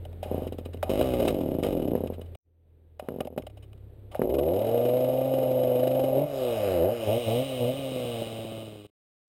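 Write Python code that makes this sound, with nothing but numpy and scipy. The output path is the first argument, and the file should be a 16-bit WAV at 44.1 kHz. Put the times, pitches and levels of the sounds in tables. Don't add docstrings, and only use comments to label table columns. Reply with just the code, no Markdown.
import sys
import numpy as np
from scipy import signal
from scipy.fft import rfft, irfft
from scipy.io import wavfile

SR = 44100
rng = np.random.default_rng(int(sys.argv[2]) if len(sys.argv) > 2 else 0)


def master(y):
    cut = np.clip(np.atleast_2d(y).T, -1, 1)
    pcm = np.round(cut * 32767)
    wavfile.write(sys.argv[1], SR, pcm.astype(np.int16))


def invert_db(level):
    return 10 ** (np.asarray(level, dtype=float) / 20)


N = 409240
TIME = np.arange(N) / SR

# (pitch_hz, width_hz, level_db)
PUMPING = [(155.9, 150, 3), (265.2, 175, 8)]
INTAKE = [(368.4, 128, 0.0024)]
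MUFFLER = [(479, 114, 6), (612.7, 32, 2), (777, 43, -5.5)]
OUTLET = [(573.6, 150, 0)]
COVER = [(610, 130, 0), (720, 160, -4)]
# (time_s, low_casing_ring_db, intake_db, ground_bounce_lag_ms)
FLANK = [(6.1, 0.4, 1.7, 0.043), (6.18, -4, 19, 0.071), (6.3, 0.5, 14, .14), (6.7, 6, -1.5, 0.46),
         (6.95, 6.5, 5.5, .4), (7.15, -2, 8.5, 0.31), (7.35, -3, 0.5, .3), (8.9, 0.5, 1, 0.27)]


def in_time(rows):
    s, *columns = np.transpose(rows)
    return [np.interp(TIME, s, column) for column in columns]


def rms_one(x):
    return x / np.sqrt(np.mean(x ** 2) + 1e-20)


def noise():
    return rng.standard_normal(N)


def resonate(x, peaks, order):
    out = 0
    for k, (hz, width_hz, level_db) in enumerate(peaks):
        r = np.exp(-np.pi * max(width_hz, 20) / SR)
        top = [(1 - r * r) / 2, 0, (r * r - 1) / 2]
        bottom = [1, -2 * r * np.cos(2 * np.pi * hz / SR), r * r]
        ringing = x + 1e-18
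        for _ in range(order):
            ringing = signal.lfilter(top, bottom, ringing)
        out = out + invert_db(level_db) * (-1) ** (k * order) * ringing
    return out


def unit_energy(x, peaks):
    soft = signal.butter(4, 760, fs=SR, output="sos")
    click = resonate(signal.sosfilt(soft, np.eye(1, SR // 10)[0]), peaks, order=2)
    heard = np.flatnonzero(x)
    busy = slice(heard[0], heard[-1] + SR // 10)
    out = np.zeros(N)
    ringing = resonate(signal.sosfilt(soft, x[busy] + 1e-18), peaks, order=2)
    out[busy] = ringing / np.sqrt(np.sum(click ** 2) / SR)
    return out


def clicks(times, gains):
    out = np.zeros(N)
    np.add.at(out, (np.asarray(times) * SR).astype(int), gains)
    return out


def swell(x, rise_s, fall_s):
    t = np.arange(int(.08 * SR)) / SR
    shape = np.exp(-t / fall_s) * (1 - np.exp(-t / rise_s))
    return signal.fftconvolve(x, shape / shape.max())[:N]


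def after(s):
    return np.clip((TIME - s) / .018, 0, 1)


def slowing(first_s, gap_s, count):
    stretch = 1.158
    return first_s + gap_s * (stretch ** np.arange(count) - 1) / (stretch - 1)


def yard():
    # (time_s, turns_per_s, level_db)
    diesel = [(0, 43, -40), (2.36, 42.5, -41), (2.45, 41.5, -68), (2.7, 41, -56), (3.0, 40, -53),
              (3.36, 40, -53), (3.42, 34, -56), (4.2, 33, -54), (4.5, 33, -64), (8.2, 33, -66),
              (8.87, 33, -78)]
    # (level_at_high_idle_db, level_at_low_idle_db)
    diesel_parts = [
        (-13, -5),
        (-0.8, 3),
        (-26.5, 6),
        (-10, -1),
    ]
    # (pitch_hz, level_db per Hz)
    rumble_colour = [(12, -38), (20, -19.5), (103, -14), (124, -5), (169, -17), (458, -14.5), (1080, -40),
                     (3780, -44), (5800, -66), (7540, -83.5), (12800, -120)]
    speed, diesel_db = in_time(diesel)
    *orders_db, rumble_db = [diesel_db + np.interp(speed, [34, 40], part[::-1]) for part in diesel_parts]
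    rumble_db = rumble_db + 13 * np.interp(TIME, [4.2, 4.5], [0, 1])
    turns = np.cumsum(speed) / SR
    slow = signal.butter(1, 6.0, fs=SR, output="sos")
    drone = 0
    for k, order_db in enumerate(orders_db):
        waver_db = 1.8 * rms_one(signal.sosfilt(slow, noise()))
        drone = drone + np.sqrt(2) * invert_db(order_db + waver_db) * np.sin(2 * np.pi * (k + 1) * turns)
    hz, level_db = np.transpose(rumble_colour)
    colour = invert_db(np.interp(np.log(np.fft.rfftfreq(N, 1 / SR) + 1), np.log(hz), level_db))
    rumble = rms_one(irfft(rfft(noise()) * colour, N))
    return drone + invert_db(rumble_db) * rumble


def clacks():
    # (time_s, bright_db, hollow_db, scrape_s)
    clack_rows = [(0.0503, -40.5, -30.5, 0.0018), (0.1267, -50.5, -40, 0.0022),
                  (0.226, -35.5, -19.5, 0.0059), (0.7705, -47, -49, 0.002), (0.827, -28, -11.5, 0.004),
                  (1.278, -21.5, -22, 0.0048), (1.6322, -24, -39, 0.0022), (2.0707, -39, -38, 0.0028),
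                  (2.1316, -44.5, -53, 0.0066), (2.2109, -42, -38, 0.0034), (2.2566, -53, -49, 0.004),
                  (2.3486, -42.5, -35.5, 0.0017), (2.9928, -38, -21, 0.0036), (3.0864, -46, -39, 0.0016),
                  (3.2056, -22, -16.5, 0.0013), (3.2465, -44.5, -35, 0.0032),
                  (3.2701, -37.5, -21.5, 0.0018), (3.3764, -33, -16.5, 0.0035),
                  (3.4206, -42.5, -59, 0.0018), (3.4655, -38.5, -27, 0.003), (3.496, -50, -42, 0.0028),
                  (3.5688, -50, -37.5, 0.0048), (3.6227, -49.5, -48, 0.0068), (3.7299, -43.5, -47, 0.00092),
                  (3.776, -57, -55, 0.002), (4.1125, -43.5, -37, 0.0061), (4.1486, -41.5, -16, 0.0062),
                  (4.2178, -46.5, -39, 0.0031)]
    slaps = slowing(first_s=.4698, gap_s=.0515, count=5)
    rows = clack_rows + [(s, -41, -52 + 1.5 * k, .005) for k, s in enumerate(slaps)]
    scrape = np.zeros(N)
    t = np.arange(int(.06 * SR)) / SR
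    for s, bright_db, _, scrape_s in rows:
        x = t / np.clip(scrape_s, .0003, .012)
        scrape[int(s * SR):][:len(t)] += invert_db(bright_db - 0.5) * x * np.exp(-x)
    s, _, hollow_db, _ = np.transpose(rows)
    hollow = unit_energy(clicks(s + 0.003, invert_db(hollow_db - 33.0)), COVER)
    return hollow, scrape * noise()


def cord():
    # (start_s, end_s, cover_db, casing_db)
    whirs = [
        (.228, 0.458, -45, -59.5),
        (0.837, .9, -41, -61),
        (3.004, 3.092, -52.5, -69.5),
        (4.107, 4.19, -47.5, -63),
    ]
    hollow, bright = np.zeros((2, N))
    for start_s, end_s, cover_db, casing_db in whirs:
        runs = after(start_s) - after(end_s)
        hollow = hollow + invert_db(cover_db) * runs
        bright = bright + invert_db(casing_db) * runs
    return hollow * rms_one(resonate(noise(), COVER, order=2)), bright * noise()


def cracks():
    # (time_s, peak_db)
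    kickbacks = [(0.8276, -26), (1.278, -33), (1.953, -34), (2.9966, -37.5), (3.0867, -32), (3.2042, -33.5),
                 (3.3773, -34.5), (4.147, -33.5), (4.218, -24)]
    s, peak_db = np.transpose(kickbacks)
    hits = clicks(s + 0.00084, -invert_db(peak_db + 23.0))
    return resonate(hits, [(1090, 1020, 7.5), (1780, 600, -17)], order=2)


def strokes():
    # (time_s, peak_db)
    single_strokes = [(0.259, -28), (1.933, -14), (1.951, -10), (1.976, -19), (2.005, -17), (2.036, -15),
                      (2.059, -20), (2.1, -18), (2.122, -25), (2.181, -28), (2.194, -29), (2.216, -31),
                      (3.024, -31), (3.085, -18), (3.104, -26), (3.119, -24), (3.14, -26), (3.16, -23),
                      (3.185, -23), (3.205, -17), (3.231, -35), (3.253, -25), (3.302, -33), (3.325, -31),
                      (3.362, -28), (3.376, -17), (3.435, -34), (4.193, -12), (4.216, -9)]
    saw_air = PUMPING + INTAKE + MUFFLER
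    down = slowing(first_s=.313, gap_s=.0305, count=10)
    down_db = -16 - 1.3 * np.arange(len(down))
    s, peak_db = np.transpose(sorted(single_strokes + list(zip(down, down_db))))
    hits = clicks(s + 0.00086, invert_db(peak_db))
    thud = invert_db(-30.5) * unit_energy(hits, [(203, 260, -0.42), (396, 220, -1.1)])
    bounce = invert_db(-11) * np.roll(thud, int(.008 * SR))
    breath = swell(hits, rise_s=.006, fall_s=.02)
    puff = invert_db(-29) * breath * rms_one(resonate(noise(), saw_air, order=2))
    gap = np.diff(s, append=9)
    late = clicks(s + np.minimum(0.35 * gap, .03), invert_db(peak_db - 39) * (gap > .028))
    return thud + bounce + unit_energy(late, saw_air) + puff, invert_db(-47.5) * breath * noise()


def firing_times(rows):
    out = []
    for (s, hiss_db, steps), (next_s, _, _) in zip(rows, rows[1:] + rows[-1:]):
        k = np.arange(max(round(steps), 1))
        uneven_db = -0.5 + 3.5 * rng.standard_normal(len(k))
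        out += zip(s + k * (next_s - s) / len(k), hiss_db + (k > 0) * uneven_db)
    return out


def firings():
    # (time_s, hiss_db, even_steps_to_next_row)
    pull_firings = [(0.897, -39.5, 1), (0.989, -42, 1), (1.009, -39, 1), (1.134, -43, 1), (1.196, -40, 4),
                    (1.3, -43.5, 2), (1.381, -52.5, 4), (1.477, -55.5, 2), (1.537, -51.5, 2),
                    (1.641, -44, 1), (1.66, -45.5, 1), (1.721, -47.5, 1), (1.766, -50.5, 3),
                    (1.843, -53.5, 2), (1.905, -52.5, 1)]
    # (time_s, hiss_db, even_steps_to_next_row)
    run_firings = [(4.294, -47.5, 3), (4.428, -47.5, 4), (4.532, -46.5, 4), (4.643, -47, 3),
                   (4.709, -46.5, 2), (4.773, -45, 3), (4.887, -43.5, 1), (4.931, -46, 2),
                   (5.002, -45.5, 1), (5.04, -46, 2), (5.13, -47.5, 3), (5.249, -49.5, 1), (5.335, -43, 3),
                   (5.471, -50.5, 3), (5.587, -48.5, 2), (5.674, -49.5, 2), (5.753, -46, 5),
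                   (5.947, -46.5, 3), (6.08, -50.5, 2), (6.147, -47, 4), (6.232, -64, 1)]
    s, hiss_db = np.transpose(firing_times(pull_firings) + firing_times(run_firings))
    lit = swell(clicks(s, invert_db(hiss_db)), rise_s=.007, fall_s=0.0073)
    boom = rms_one(resonate(noise(), OUTLET, order=2))
    kick = unit_energy(clicks(s + .003, invert_db(hiss_db - 6)), [(331, 310, 0)])
    return invert_db(12.0) * lit * boom + kick, invert_db(-1.0) * lit * noise()


def thumps():
    # (time_s, peak_db)
    lone_firings = [(7.738, -31.5), (7.791, -34.5), (7.852, -43), (7.919, -31), (7.961, -30), (8, -35),
                    (8.051, -30.5), (8.221, -30.5), (8.27, -34), (8.328, -36), (8.39, -33), (8.449, -31.5),
                    (8.521, -35), (8.578, -34.5), (8.629, -38), (8.679, -39.5), (8.728, -43), (8.757, -40),
                    (8.799, -56), (8.85, -44)]
    s, peak_db = np.transpose(lone_firings)
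    return unit_energy(clicks(s, invert_db(peak_db - 24)), [(83, 300, 0.5), (314, 370, -1)])


def casing(rattle):
    # (pitch_hz, width_hz, level_db)
    casing_peaks = [(1166, 170, 2.5), (1550, 440, -4.5), (2166, 170, 0), (2473, 108, 3.5), (2940, 227, 6),
                    (3868, 238, 0), (5035, 407, -6), (1231, 16, 2)]
    ring_db, _, lag_ms = in_time(FLANK)
    rung = invert_db(ring_db) * resonate(rattle, casing_peaks[:2], order=1)
    rung = rung + resonate(rattle, casing_peaks[2:], order=1)
    ground = invert_db(-10)
    rung = (rung + ground * np.interp(TIME - lag_ms / 1000, TIME, rung)) / (1 + ground)
    return rung / np.sqrt(np.sum(resonate(np.eye(1, SR)[0], casing_peaks, order=1) ** 2))


def engine(speed, levels, span, second_turn, second_db, shake_db, gate):
    pumping_db, intake_db, exhaust_db, rattle_db = levels
    on = (TIME >= span[0]) & (TIME < span[1])
    turns = np.cumsum(speed * on) / SR - 1 / SR
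    size = invert_db(.8 * rng.standard_normal((2, 800)))
    pulses = 0
    for k, (lag, gain) in enumerate([(0, 1), (second_turn, invert_db(second_db))]):
        count = np.floor(turns - lag).astype(int)
        starts = np.diff(count, prepend=count[0]) > 0
        pulses = pulses + gain * starts * on * size[k, count % 800]
    pulses = pulses / np.sqrt(speed)
    blowing = (1 - gate * (turns % 1)) * on * noise()
    gas = invert_db(-16) * blowing / np.sqrt(SR)
    push = pulses + gas
    shake = invert_db(pumping_db + shake_db) * on * np.minimum(speed / 65, 1) ** 2 * np.sin(2 * np.pi * turns)
    pumping = unit_energy(invert_db(pumping_db - 4.5) * push, PUMPING)
    intake = unit_energy(invert_db(intake_db) * push, INTAKE)
    exhaust = unit_energy(invert_db(exhaust_db - 7.0) * push, MUFFLER)
    rasp = unit_energy(invert_db(exhaust_db + 8) * gas * speed / 130, OUTLET)
    slap = invert_db(-3) * np.sqrt(SR) * pulses
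    return shake + pumping + intake + rasp + exhaust, invert_db(rattle_db) * (blowing + slap)


def pull_controls():
    # (time_s, turns_per_s)
    pull_speed = [(0.896, 47.68), (0.99, 51.66), (1.02, 66.67), (1.13, 61.77), (1.27, 57.53), (1.4, 43.83),
                  (1.626, 22.03), (1.636, 54.6), (1.925, 27.6)]
    # (time_s, effort_db)
    pull_effort = [(0.896, -0.5), (1.026, 1.5), (1.3, -5), (1.46, -13), (1.616, -15), (1.642, 1.5),
                   (1.852, -19.5), (1.925, -17.5)]
    # (level_db, share_of_effort)
    pull_layers = [
        (-25.5, 0.0027),
        (-33.5, .55),
        (-24, 0.56),
        (-47.5, 1.1),
    ]
    effort_db, = in_time(pull_effort)
    return in_time(pull_speed)[0], [level_db + share * effort_db for level_db, share in pull_layers]


def run_controls():
    # (time_s, turns_per_s)
    warm_up = [(4.28, 52.5), (4.32, 67), (4.42, 71), (4.6, 105.7), (4.74, 118.2), (4.98, 126.5),
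               (5.3, 132.5), (5.76, 124.8), (5.9, 129.9)]
    # (open_s, turns_per_s, shut_s, turns_per_s)
    blips = [(6.15, 132.2, 6.25, 148), (6.815, 80.5, 6.94, 121.1), (7.085, 102.8, 7.19, 124),
             (7.29, 109, 7.45, 137.5), (7.64, 119.8, 7.78, 138.1)]
    # (time_s, turns_per_s)
    settle = [(8.17, 114.4), (8.63, 110.5), (8.8, 103.4)]
    # (time_s, nearness_db, rattle_db)
    carry = [(4.24, -10, -64.5), (4.5, -2, -62.5), (4.75, 0.5, -53.5), (6.2, 1, -54), (6.4, 0.5, -45),
             (6.72, -1, -44), (6.88, -1.5, -51.5), (7.05, -4, -44), (7.3, -6, -41), (7.7, -8.5, -45.5),
             (8.2, -9.5, -44.5), (8.62, -18.5, -52), (8.84, -41, -60)]
    # (pressed_s, surge_db, released_s, loss_of_firing_db, recovery_s)
    trigger = [(6.15, 3, 6.252, -10.5, .25), (6.81, 2.5, 6.925, -11, .09), (7.064, 8, 7.175, -8.5, .07),
               (7.26, 9.5, 7.42, -2.5, .12), (7.595, 8, 7.71, -3, .12), (8.13, 0.5, 8.228, -7.5, .06)]
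    # (level_db, share_of_nearness, share_of_surge, share_of_loss, db per turn per s under fast idle)
    run_layers = [
        (-30, 0.45, 1.02, 0.75, 0.0661),
        (-44, 0.78, .6, .3, 0.3467),
        (-22.5, 1.007, 0.98, 0.77, 0.1043),
    ]
    fast_idle = 130
    speed, = in_time(warm_up + np.reshape(blips, (-1, 2)).tolist() + settle)
    near_db, rattle_db = in_time(carry)
    surge = cut = 0
    for on_s, surge_db, off_s, loss_db, back_s in trigger:
        fading = np.exp(-np.abs(TIME - on_s) / .2)
        surge = surge + surge_db * (after(on_s) - after(off_s)) * fading
        cut = cut + loss_db * after(off_s) * np.exp(-np.abs(TIME - off_s) / back_s)
    under = fast_idle - np.maximum(speed, 72)
    pumping_db, intake_db, exhaust_db = [
        level_db + near * near_db + air * surge + lull * cut + slow * under
        for level_db, near, air, lull, slow in run_layers]
    _, facing_db, _ = in_time(FLANK)
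    levels = pumping_db, intake_db + facing_db, exhaust_db, rattle_db + .1 * (surge + cut)
    shake_db = -2 + 0.33 * (surge + cut) - 0.0676 * (fast_idle - speed)
    return speed, levels, shake_db


def scene():
    # (time_s, level_db)
    cuts = [(0, 1.5), (2.357, 0), (2.362, -60), (2.42, -44), (2.46, -0.5), (8.866, 1.5), (8.872, -23.5),
            (8.9, -18), (8.905, -130), (9.3, -130)]
    pulled = engine(*pull_controls(), span=(.8945, 1.93), second_turn=.45, second_db=-7.5,
                    shake_db=-10.5, gate=0.2)
    speed, levels, shake_db = run_controls()
    running = engine(speed, levels, span=(4.2355, 8.95), second_turn=.47, second_db=-14.5,
                     shake_db=shake_db, gate=0.073)
    body, rattle = np.sum([pulled, running, strokes(), firings(), clacks(), cord()], axis=0)
    mix = yard() + cracks() + thumps() + body + casing(rattle)
    return (mix * invert_db(in_time(cuts)[0]))[None]


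def low_pass(x):
    return signal.sosfilt(signal.butter(12, 16450, fs=SR, output="sos"), x)


def record(dry):
    hold_hz, cutoff_hz, top = 12000, 15900, .3
    hz = np.fft.rfftfreq(N, 1 / SR)
    rounded = dry / (1 + (dry / top) ** 4) ** (1 / 4)
    base = irfft(rfft(rounded) * (hz < hold_hz / 2), N)
    mirrored = base * (1 + 2 * np.cos(2 * np.pi * hold_hz * TIME))
    held = irfft(rfft(mirrored) * np.sinc(hz / hold_hz) * (hz < cutoff_hz), N)
    return low_pass(held)


dry = scene()
out = record(dry)
master(out)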